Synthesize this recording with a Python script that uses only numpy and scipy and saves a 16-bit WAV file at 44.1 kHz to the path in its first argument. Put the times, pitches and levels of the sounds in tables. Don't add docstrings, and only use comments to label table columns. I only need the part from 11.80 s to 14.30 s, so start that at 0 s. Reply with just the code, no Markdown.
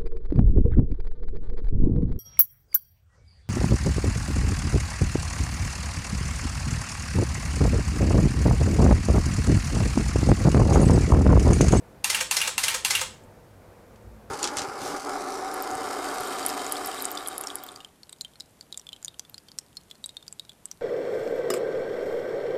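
import sys
import numpy as np
from scipy import signal
from scipy.fft import rfft, irfft, next_fast_len
from scipy.io import wavfile
from scipy.ndimage import uniform_filter1d, map_coordinates

SR = 44100
rng = np.random.default_rng(int(sys.argv[2]) if len(sys.argv) > 2 else 0)


def makeup_ratio(level_db):
    decades = np.asarray(level_db, float) / 20
    return 10 ** decades


def wrap_up_sound(samples):
    columns = np.atleast_2d(samples).T
    tamed = np.clip(columns, -1, 1)
    steps = np.round(tamed * 32767).astype(np.int16)
    wavfile.write(sys.argv[1], SR, steps)


N = 110250

# pitch_hz, relative level_db
RUSH_COLOUR = [(15, -44), (25, -8), (102, -1.5), (150, -2.5), (212, -6.5), (337, -6), (525, -7.5),
               (624, -7.5), (2500, -26), (3250, -45), (5500, -120)]
# time_s, change_db
RUSH_SWELL = [(0, 1), (1.5, 1), (2.5, 0.5)]
# pitch_hz, width_hz, level_db before swells and wobble
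DRONES = [(55, 12, -60.5), (98.8, 8.2, -58.5), (215, 12, -63), (497, 94, -60), (899, 13, -70.5)]
# time_s, change_db
DRONE_SWELL = [(0, -6), (.3, 1.5), (.6, -6), (1.3, 0.5), (1.55, -1), (2.08, -4.5), (2.24, 9), (2.5, 0.5)]
# pitch_hz, relative level_db
HISS_COLOUR = [(880, -8), (1500, -1), (1830, -7), (6370, -12), (14300, -14), (16000, -21)]
RUSH_DB, HISS_DB = -53.5, -64

# start_s, starting level_db, pitch_hz, width_hz
HANDLING_TICKS = [(1.436, -58, 8100, 1510), (2.159, -58, 4470, 4000), (2.224, -67.5, 7500, 2000)]
TICK_T60_S = 0.058

# pitch_hz, time to fall by 60 dB in s
ROOM_DECAY = [(300, 0.38), (1000, .32), (3000, 0.34), (8000, 0.32), (15000, 0.16)]
ROOM_DB, ROOM_DELAY_S = -4.5, 0.004
RING_IN_ROOM_DB = -11

# start_s, level_db of the chatter's loudest moment before the echo
RELEASE_TIMES = [(0.2435, -20), (0.5115, -20), (0.78, -20.5), (1.0487, -20)]
SHUTTER_TIMES = [(0.2996, -19), (0.5671, -18.5), (0.8362, -19), (1.1054, -18.5)]
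GEAR_TIMES = [(0.3462, -22.5), (0.6145, -22.5), (0.8815, -21.5), (1.1509, -21.5)]
LATCH_TIMES = [(0.408, -22.5), (0.6759, -22), (0.9445, -23.5), (1.2129, -23.5)]
# delay_s, relative level_db before chance, rise_s, time to fall by 60 dB in s
RELEASE_CONTACTS = [(-.0035, -21, .0004, .05), (-.0004, 0, .0006, .024), (.006, -8, .001, .07),
                    (.014, -11, .001, .05), (.026, -15, .002, .08), (.035, -15, .001, .04)]
SHUTTER_CONTACTS = [(-.0055, -9, .002, .08), (-.0008, -3, .0008, .04), (.002, -1, .0005, .03),
                    (.008, -5, .0008, .03), (.016, -10, .001, .03)]
GEAR_CONTACTS = [(.0003, 0, .0004, .045), (.009, -6, .0008, .025), (.0185, -5, .0004, .012),
                 (.0245, -8, .001, .03)]
LATCH_CONTACTS = [(-.012, -12, .001, .02), (-.004, -5, .001, .07), (.001, 0, .0006, .035),
                  (.007, -6, .001, .03), (.016, -8, .001, .04)]
# pitch_hz, relative level_db before chance, time to fall by 60 dB in s
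RELEASE_PARTS = [(780, -19, .07), (900, -16, .08), (1300, -16, .05), (2050, -12, .04), (2740, 0, .03),
                 (3540, -12, .03), (4700, -10, .025), (6400, -7, .055), (7240, -8, .03), (9070, -8, .035)]
SHUTTER_PARTS = [(880, -8, .06), (2040, -4, .06), (2350, -6, .04), (3900, -4, .025), (4450, -1, .025),
                 (5240, -5, .03), (6500, -3, .03), (8800, -5, .03), (13000, -10, .02)]
GEAR_PARTS = [(1300, -14, .04), (1620, -9, .06), (2120, -13, .04), (2790, 0, .055), (3020, -6, .04),
              (8150, -8, .04), (10100, -8, .04)]
LATCH_PARTS = [(520, -8, .12), (900, -9, .12), (1600, -6, .08), (2290, -3, .06), (2800, -4, .04),
               (4800, -5, .03), (6700, 0, .035), (9000, -7, .03)]
# pitch_hz, width_hz, relative level_db
WINDER_PARTS = [(906, 20, 6), (1614, 87, -2), (2350, 80, 0), (2850, 53, -6.5)]
# pitch_hz, relative level_db
RELEASE_COLOUR = [(200, -34.5), (600, -17.5), (1000, -3.5), (2500, -2), (6000, -4), (9000, -2.5),
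                  (13000, -9.5), (16000, -26.5)]
SHUTTER_COLOUR = [(200, -46), (400, -10), (1000, -7.5), (2500, -3.5), (5000, -0.5), (9000, -3.5),
                  (13000, -13), (16000, -25)]
GEAR_COLOUR = [(200, -27), (500, -36.5), (1200, -11), (2800, 1.5), (5000, -7.5), (9000, -7), (13000, -13),
               (16000, -26)]
LATCH_COLOUR = [(200, -41), (450, -10.5), (1000, -4), (2500, -2), (5000, -3), (8000, -2), (12000, -12),
                (16000, -21)]
WINDER_COLOUR = [(200, -22.5), (500, -11.5), (1000, -1), (2500, 1.5), (5000, -5), (9000, -7),
                 (13000, -15.5), (16000, -23)]
RING_LEVELS = (1, -5, 1, -3)

SAMENESS = 0.6
CHATTER_SPREAD_DB, TOOTH_SPREAD_DB = 2, 2
RING_RISE_CYCLES = 1.9
WINDER_START_S, WINDER_STOP_S, WINDER_RAMP_S = 0.065, 0.1693, 0.024
WINDER_DB, WINDER_RING_DB = -33, -1.5
TEETH_PER_S = 2500
TOP_HZ = 15900


def unit(x):
    return x / np.sqrt(np.mean(x ** 2) + 1e-20)


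def peak_one(x):
    return x / np.sqrt(uniform_filter1d(x ** 2, size=SR // 400).max())


def along(points, hz):
    point_hz, value = np.transpose(points)
    return np.interp(np.log(hz + 1), np.log(point_hz + 1), value)


def filtered(x, response):
    size = next_fast_len(x.shape[-1] + 8192)
    spectrum = rfft(x, size) * response(np.fft.rfftfreq(size, 1 / SR))
    return irfft(spectrum, size)[..., :x.shape[-1]]


def colour(tone):
    def response(f):
        cepstrum = irfft(np.log(np.maximum(makeup_ratio(along(tone, f)), 1e-6)))
        cepstrum[1:len(cepstrum) // 2] *= 2
        cepstrum[len(cepstrum) // 2 + 1:] = 0
        return np.exp(rfft(cepstrum))
    return response


def modes(parts):
    def response(f):
        total = 0
        for k, (hz, width_hz, db) in enumerate(parts):
            damping = 1j * f * width_hz
            total = total + (-1) ** k * makeup_ratio(db) * damping / (hz * hz - f * f + damping)
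        return total
    return response


def wobble(rate):
    points = rng.standard_normal(int(N * rate / SR) + 4)
    return map_coordinates(points, [np.arange(N) * rate / SR])


def swell(points):
    return makeup_ratio(np.interp(np.arange(N) / SR, *np.transpose(points)))


def rush():
    noise = unit(filtered(rng.standard_normal(N), lambda f: makeup_ratio(along(RUSH_COLOUR, f))))
    return swell(RUSH_SWELL) * makeup_ratio(RUSH_DB + 0.52 * wobble(5.95)) * noise


def drones():
    total, low_swell = np.zeros(N), swell(DRONE_SWELL)
    for hz, width_hz, db in DRONES:
        band = unit(filtered(rng.standard_normal(N), lambda f: 1 / (1 + (2 * (f - hz) / width_hz) ** 2)))
        gain = makeup_ratio(db + 0.77 * wobble(2.9))
        total += (low_swell if hz < 300 else 1) * gain * band
    return total


def hiss():
    return makeup_ratio(HISS_DB) * unit(filtered(rng.standard_normal(N), lambda f: makeup_ratio(along(HISS_COLOUR, f))))


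def handling():
    out, t = np.zeros(N), np.arange(SR // 10) / SR
    for start_s, db, hz, width_hz in HANDLING_TICKS:
        noise = rng.standard_normal(len(t))
        band = unit(filtered(noise, lambda f: np.exp(-((f - hz) / width_hz) ** 2)))
        out[round(start_s * SR):][:len(t)] += makeup_ratio(db - 60 * t / TICK_T60_S) * band
    return out


def room(x):
    hz, t, grains = signal.stft(rng.standard_normal(SR // 2), SR, nperseg=256)
    fade = makeup_ratio(-60 * t / along(ROOM_DECAY, hz)[:, None])
    tail = signal.istft(grains * fade, SR, nperseg=256)[1]
    tail = tail / np.linalg.norm(tail)
    delayed = np.pad(x, (round(ROOM_DELAY_S * SR), 0))
    return makeup_ratio(ROOM_DB) * signal.fftconvolve(delayed, tail)[:N]


def winder():
    t, run = np.arange(N) / SR, np.zeros(N)
    for start_s, _ in RELEASE_TIMES:
        ramp_up = np.clip((t - start_s - WINDER_START_S) / WINDER_RAMP_S, 0, 1)
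        ramp_down = np.clip((start_s + WINDER_STOP_S - t) / WINDER_RAMP_S, 0, 1)
        run += ramp_up * ramp_down
    struck = rng.random(N) < TEETH_PER_S / SR
    strength = rng.standard_normal(N) * makeup_ratio(TOOTH_SPREAD_DB * rng.standard_normal(N))
    teeth = unit(struck * strength) + rng.standard_normal(N)
    broad, ring = colour(WINDER_COLOUR), modes(WINDER_PARTS)
    gears = unit(filtered(teeth, lambda f: broad(f) + makeup_ratio(WINDER_RING_DB) * ring(f)))
    gears = makeup_ratio(WINDER_DB + 2.3 * wobble(250)) * run * gears
    return gears + room(gears)


def spiky(length):
    return rng.standard_normal(length) * makeup_ratio(CHATTER_SPREAD_DB * rng.standard_normal(length))


def contact_envelope(t, contacts):
    power = np.zeros(len(t))
    for delay_s, db, rise_s, t60_s in contacts:
        age = np.maximum(t - delay_s, 0)
        fade = makeup_ratio(db + rng.normal(0, 1) - 60 * age / t60_s)
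        power += (fade * (1 - np.exp(-age / rise_s))) ** 2
    return np.sqrt(power)


def ringing_parts(t, parts, phases):
    age, total = np.maximum(t, 0), np.zeros(len(t))
    for (hz, db, t60_s), phase in zip(parts, phases):
        fade = makeup_ratio(db + rng.normal(0, 1) - 60 * age / t60_s)
        rise = 1 - np.exp(-age * hz / RING_RISE_CYCLES)
        total += fade * rise * np.sin(2 * np.pi * (hz * age + phase))
    return total


def stage(times, contacts, tone, parts, ring_db):
    near, far = np.zeros(N), np.zeros(N)
    lead = SR // 50
    t = (np.arange(SR // 6) - lead) / SR
    kept, phases = spiky(len(t)), rng.random(len(parts))
    for start_s, db in times:
        raw = np.sqrt(SAMENESS) * kept + np.sqrt(1 - SAMENESS) * spiky(len(t))
        chatter = peak_one(filtered(contact_envelope(t, contacts) * raw, colour(tone)))
        ringing = makeup_ratio(ring_db) * peak_one(ringing_parts(t, parts, phases))
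        first = round(start_s * SR) - lead
        near[first:][:len(t)] += makeup_ratio(db) * (chatter + ringing)
        far[first:][:len(t)] += makeup_ratio(db) * (chatter + makeup_ratio(RING_IN_ROOM_DB) * ringing)
    return near + room(far)


def latch():
    return stage(LATCH_TIMES, LATCH_CONTACTS, LATCH_COLOUR, LATCH_PARTS, RING_LEVELS[3])


def gear():
    return stage(GEAR_TIMES, GEAR_CONTACTS, GEAR_COLOUR, GEAR_PARTS, RING_LEVELS[2])


def shutter():
    return stage(SHUTTER_TIMES, SHUTTER_CONTACTS, SHUTTER_COLOUR, SHUTTER_PARTS, RING_LEVELS[1])


def release():
    return stage(RELEASE_TIMES, RELEASE_CONTACTS, RELEASE_COLOUR, RELEASE_PARTS, RING_LEVELS[0])


def scene():
    background = rush() + drones() + hiss()
    camera = winder() + latch() + gear() + shutter() + release()
    return (background + handling() + camera)[None]


def roll_off(x):
    return signal.sosfilt(signal.butter(12, 16630, fs=SR, output="sos"), x)


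def record(dry):
    mix = filtered(dry, lambda f: 1 / (1 + (f / TOP_HZ) ** 60))
    return roll_off(mix)


dry = scene()
out = record(dry)
wrap_up_sound(out)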